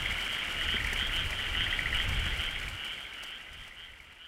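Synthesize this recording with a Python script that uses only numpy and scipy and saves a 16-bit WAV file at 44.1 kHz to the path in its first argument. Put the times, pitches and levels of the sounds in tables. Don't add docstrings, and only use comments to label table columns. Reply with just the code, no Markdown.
import sys
import numpy as np
from scipy import signal
from scipy.fft import rfft, irfft
from scipy.io import wavfile
from scipy.ndimage import uniform_filter1d

SR = 44100
rng = np.random.default_rng(int(sys.argv[2]) if len(sys.argv) > 2 else 0)


def wrap_up_sound(samples):
    columns = np.atleast_2d(samples).T
    tamed = np.clip(columns, -1, 1)
    steps = np.round(tamed * 32767).astype(np.int16)
    wavfile.write(sys.argv[1], SR, steps)


N = 188329
TIME = np.arange(N) / SR
# frequency in Hz, relative density in dB.
CRACKLE_SPECTRUM = [(500, 10), (2500, 1.5), (5000, 4), (6500, -0.5), (8000, 1.5), (11000, -3.5),
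                    (16000, -10)]


def from_db(db):
    return 10 ** (np.asarray(db) / 20)


def rms_one(x):
    return x / np.sqrt(np.mean(x ** 2) + 1e-20)


def curve(rows):
    return np.interp(TIME, *np.transpose(rows))


def add(track, start_s, sound):
    at = int(round(start_s * SR))
    first, last = max(at, 0), min(at + len(sound), N)
    if last > first:
        track[first:last] += sound[first - at:last - at]


def coloured(x, colour):
    hz, db = np.transpose(colour)
    bins_hz = np.maximum(np.arange(N + 1) * SR / (2 * N), 1)
    gain_db = np.interp(np.log(bins_hz), np.log(hz), db, left=-np.inf, right=-np.inf)
    return irfft(rfft(x, 2 * N) * rms_one(from_db(gain_db)))[:N]


def drift(knots_per_s):
    knots = rng.standard_normal(4000)
    return rms_one(np.interp(TIME * knots_per_s, np.arange(len(knots)), knots))


def outdoors(x, t60_s, wet_db):
    t = TIME[:SR]
    envelope = from_db(-60 * t / t60_s) * (1 - np.exp(-t / 0.0021))
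    tail = rng.standard_normal(SR) * envelope
    tail /= np.sqrt(np.sum(tail ** 2))
    return x + from_db(wet_db) * signal.fftconvolve(x, tail)[:N]


def rasp(length_s, hz, pulses_per_s, low_db=-9.5):
    rise = 0.0995
    pulse_peak_s, jitter, slip_rad = 0.0013, 0.046, 0.54
    shimmer_db, third_db = 1.45, -33
    t = np.arange(int(length_s * SR)) / SR
    gaps, sizes, slips = rng.standard_normal((3, 64))
    starts_s = np.cumsum(np.r_[0, 1 + jitter * gaps[1:]]) / pulses_per_s
    pulse = np.searchsorted(starts_s, t, side="right") - 1
    age = (t - starts_s[pulse]) / pulse_peak_s
    pulses = age ** 2 * np.exp(2 - 2 * age)
    swell = np.sin(np.pi * t / length_s) ** 0.76 * from_db(shimmer_db * sizes[pulse])
    phase = np.pi * np.cumsum(hz * (1 + rise * (t / length_s - .5))) / SR
    phase += slip_rad * uniform_filter1d(slips[pulse], size=40)
    voice = np.sin(2 * phase)
    voice += from_db(low_db) * np.sin(phase)
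    voice += from_db(third_db) * np.sin(3 * phase)
    return uniform_filter1d(swell * pulses, size=16) * voice


def near_tree_frogs(level_db=0.35, rate_vary=0.049):
    # middle of the note in seconds, relative level in dB, row of voices.
    notes = [(.05, -31.5, 1), (.215, -32.5, 2), (.32, -31, 0), (.385, -33.5, 1), (.62, -30, 2),
             (.72, -25, 0), (1.02, -27.5, 1), (1.175, -26.5, 0), (1.38, -34, 1), (1.46, -35.5, 2),
             (1.604, -25, 0), (1.731, -31, 1), (1.985, -26.5, 0), (2.15, -32.5, 1), (2.27, -32.5, 1),
             (2.425, -27.5, 0), (2.513, -32, 1), (2.83, -29, 2), (2.905, -28, 0), (3.014, -31.5, 1),
             (3.23, -28.5, 2), (3.321, -27.5, 0), (3.60, -31.5, 1), (3.815, -26.5, 0), (4.251, -25, 0)]
    # note length in seconds, leading pitch in Hz, mean pulse rate in 1/s.
    voices = [(0.135, 3040, 165), (0.15, 3140, 134), (0.135, 2980, 146)]
    out = np.zeros(N)
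    chances = rng.uniform(-1.005, 1, len(notes))
    for (middle_s, db, frog), chance in zip(notes, chances):
        length_s, hz, pulses_per_s = voices[int(round(frog))]
        note = rasp(length_s, hz, pulses_per_s * (1 + rate_vary * chance))
        add(out, middle_s - length_s / 2, from_db(db + level_db) * note)
    return outdoors(out, t60_s=0.28, wet_db=-7)


def far_tree_frogs(count=9, level_db=-44, mid_hz=2980, period_s=.41, length_s=.17):
    out = np.zeros(N)
    pitches = rng.permutation(np.linspace(-1, 1, count))
    pulsings = rng.uniform(-0.988, 1, count)
    for k, (pitch, pulsing) in enumerate(zip(pitches, pulsings)):
        hz = mid_hz * (1 + .07 * pitch)
        pulses_per_s = 145 * (1 + 0.1495 * pulsing)
        for beat in range(-1, 12):
            note = rasp(length_s, hz, pulses_per_s, low_db=-5.0)
            add(out, (beat + k / count + .1 * rng.random()) * period_s, note)
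    return from_db(level_db) * rms_one(outdoors(out, t60_s=0.24, wet_db=-6.0))


def night(chorus_db=-42.0, air_db=-47, flicker_db=1.8):
    # frequency in Hz, relative density in dB.
    chorus_spectrum = [(900, -39), (1150, -10), (1380, -0.5), (1750, -2), (2000, -9.5), (2300, 2),
                       (2580, -2), (2850, 5), (3150, 1.5), (3450, -9), (3800, -14.5)]
    # frequency in Hz, relative density in dB.
    air_spectrum = [(30, -13), (200, 2), (400, -0.5), (900, -0.5), (2000, -5.5), (4500, -11), (6500, -17.5),
                    (8000, -19), (11000, -21), (16000, -30)]
    wash = coloured(rng.standard_normal(N), chorus_spectrum)
    wash *= from_db(chorus_db + flicker_db * drift(40))
    air = coloured(rng.standard_normal(N), air_spectrum)
    return wash + from_db(air_db) * air


def breeze(level_db=-1, flutter_db=1.8):
    # time in seconds, relative level in dB.
    gusts = [(0, -38.5), (.11, -39.5), (.37, -54.5), (.47, -48), (.68, -39.5), (1.3, -37), (1.4, -45.5),
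             (1.56, -34), (1.7, -41), (2.18, -32), (2.52, -40), (2.72, -35), (2.81, -51.5), (3.47, -50),
             (3.55, -37.5), (3.76, -48), (3.89, -42), (4.27, -47.5)]
    # frequency in Hz, relative density in dB.
    eddy_spectrum = [(15, -3), (28, 0.5), (50, -3.5), (75, -3.5), (110, -11.5), (160, -18.5), (260, -28.5),
                     (500, -46)]
    eddies = coloured(rng.standard_normal(N), eddy_spectrum)
    steady = eddies / np.sqrt(uniform_filter1d(eddies ** 2, size=5000))
    flutter = flutter_db * np.tanh(drift(21.93))
    return from_db(curve(gusts) + level_db + flutter) * steady


def fine_crackle(level_db=-53.5, per_s_per_band=220, spread_db=3, clump_db=3.5, t60_s=0.02):
    out = np.zeros(N)
    clumps_db = clump_db * np.tanh(drift(45))
    for band_hz in [(600, 6000), (4500, 10000), (8000, 16000)]:
        sizes_db = spread_db * np.minimum(rng.exponential(1, N), 2) + clumps_db
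        hits = (rng.random(N) < per_s_per_band / SR) * from_db(sizes_db)
        decay = from_db(-60 / (t60_s * SR)) ** 2
        power = signal.lfilter([1], [1, -decay], hits ** 2 + 1e-18)
        bandpass = signal.butter(1, band_hz, "band", fs=SR, output="sos")
        out += signal.sosfilt(bandpass, np.sqrt(power) * rng.standard_normal(N))
    return from_db(level_db) * rms_one(coloured(out, CRACKLE_SPECTRUM))


def pip(hz):
    mean_sag, length_vary, edge_s = 0.06, 0.13, 0.0014
    stretch, bend, start = rng.uniform(-0.95, 1, 3)
    length_s = 0.00532 * (1 + length_vary * stretch)
    t = np.arange(int(length_s * SR)) / SR
    gate = np.sin(np.pi / 2 * np.clip(np.minimum(t, length_s - t) / edge_s, 0, 1)) ** 2
    pitch_hz = hz * (1 - mean_sag * (1 + bend) * (t / length_s - .5))
    return gate * np.sin(2 * np.pi * np.cumsum(pitch_hz) / SR + np.pi * start)


def far_pond_frogs(count=11, level_db=-43.5, low_hz=1830, high_hz=2380, period_s=.067, swell_db=1.8):
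    out = np.zeros(N)
    for hz in np.linspace(low_hz, high_hz, count):
        train = np.zeros(N)
        places = np.cumsum(rng.normal(1, .08, size=80))
        pace = rng.uniform(.88, 1.12)
        lead_s = period_s * (1 + rng.random())
        for start_s in places * period_s * pace - lead_s:
            add(train, start_s, pip(hz))
        out += train * from_db(swell_db * drift(3.08))
    return from_db(level_db) * rms_one(outdoors(out, t60_s=0.55, wet_db=-5.0))


def rattle(length_s, count, slowing, hz, rise_db):
    arch_db = 2.5
    out = np.zeros(N)
    places = np.cumsum(np.r_[0, (1 + slowing) ** np.arange(count - 1)])
    for place in places / places[-1]:
        db = rise_db * (place - .5) - arch_db * (2 * place - 1) ** 2
        add(out, place * length_s, from_db(db) * pip(hz))
    return out


def near_pond_frogs(level_db=-0.6, half_pip_s=0.00273):
    # first pip in seconds, last pip in seconds, pip count, share by which each gap grows,
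    # pitch in Hz, relative level in dB, rise from first to last pip in dB.
    rattles = [(0.032, 0.1874, 3, .06, 2110, -28.5, 0), (.061, 0.174, 3, .03, 2136, -29.5, -15),
               (0.267, 0.431, 3, 0, 2250, -30, 2), (0.6137, 1.0965, 7, 0.019, 1960, -26.5, -3),
               (0.729, .8868, 3, 0.034, 1910, -28.5, 1), (.7842, 0.963, 3, 0, 2245, -26.5, 0),
               (1.331, 1.468, 3, .02, 1960, -30, 1), (1.5522, 2.003, 8, 0.044, 1945, -23, 2),
               (1.792, 2.109, 5, 0.0021, 2270, -28, -7), (2.354, 2.638, 5, .04, 2230, -28.5, 4),
               (2.549, 2.682, 3, 0, 2330, -29, 9), (2.835, 3.1271, 5, 0.0084, 2236, -30, 2),
               (3.652, 3.885, 4, .07, 2040, -28.5, -3), (3.9406, 4.0701, 3, .08, 2280, -28, -2)]
    out = np.zeros(N)
    for first_s, last_s, pips, slowing, hz, db, rise_db in rattles:
        sound = rattle(last_s - first_s, int(round(pips)), slowing, hz, rise_db)
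        add(out, first_s - half_pip_s, from_db(db + level_db) * sound)
    return outdoors(out, t60_s=0.17, wet_db=-6.5)


def neighbouring_pond_frogs(count=14, level_db=-33.0, mid_hz=2120, spread=0.097):
    out = np.zeros(N)
    for k, (when, pitch, pace) in enumerate(rng.uniform(-1, 1, (count, 3))):
        length_s = .3 * (1 + .12 * pace)
        hz = mid_hz * (1 + spread * pitch)
        sound = rattle(length_s, count=5, slowing=.03, hz=hz, rise_db=-2)
        add(out, (k + when / 2) * N / SR / count, from_db(level_db) * sound)
    return outdoors(out, t60_s=0.23, wet_db=-8.0)


def crackles(level_db=-1, t60_s=0.03, attack_s=0.0022, soft_per_s=4, soft_db=-42):
    # time in seconds, relative level in dB.
    loud_snaps = [(0.326, -39), (0.9307, -31.5), (1.161, -38), (1.3058, -38), (1.945, -41), (1.969, -40),
                  (2.09, -37), (2.6848, -37), (2.846, -36), (3.2267, -37), (3.2343, -30), (3.53, -36.5),
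                  (3.678, -36)]
    hits = (rng.random(N) < soft_per_s / SR) * from_db(soft_db)
    for hit_s, db in loud_snaps:
        add(hits, hit_s, from_db([db + level_db]))
    decay = from_db(-60 / (t60_s * SR))
    envelope = signal.lfilter([1], [1, -decay], hits + 1e-18)
    envelope = uniform_filter1d(envelope, size=int(attack_s * SR))
    snaps = coloured(envelope * rng.standard_normal(N), CRACKLE_SPECTRUM)
    return outdoors(snaps, t60_s=0.033, wet_db=-6)


def bumps(attack_s=0.0032, t60_cycles=11, overtone_ratio=1.77):
    # start in seconds, pitch in Hz, level of the low resonance before damping in dB,
    # overtone in dB re the low resonance.
    knocks = [(.739, 223, -27.5, -1.5), (0.925, 226, -37.5, 3.5), (1.022, 201, -31, -12),
              (1.818, 152, -34.5, -18), (2.078, 102, -24.5, -20), (2.262, 180, -29, -22)]
    out, t = np.zeros(N), TIME[:SR // 4]
    for start_s, hz, db, overtone_db in knocks:
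        phase = 2 * np.pi * hz * t
        envelope = from_db(db - 60 * t * hz / t60_cycles) * (1 - np.exp(-t / attack_s))
        tone = np.sin(phase) + from_db(overtone_db) * np.sin(overtone_ratio * phase)
        add(out, start_s, envelope * tone)
    return out


def scene():
    tree_frogs = near_tree_frogs() + far_tree_frogs()
    pond_frogs = near_pond_frogs() + neighbouring_pond_frogs() + far_pond_frogs()
    camp = crackles() + fine_crackle() + bumps()
    return (tree_frogs + pond_frogs + camp + night() + breeze())[None]


def record(dry):
    # time in seconds, gain in dB.
    fade = [(0, 1.5), (2.3, 1), (2.75, -3.5), (3.25, -8.5), (3.75, -13), (4.27, -17)]
    cutoff_hz = 15850
    lowpass = signal.ellip(12, .1, 80, cutoff_hz, fs=SR, output="sos")
    return signal.sosfilt(lowpass, dry * from_db(curve(fade)))


dry = scene()
out = record(dry)
wrap_up_sound(out)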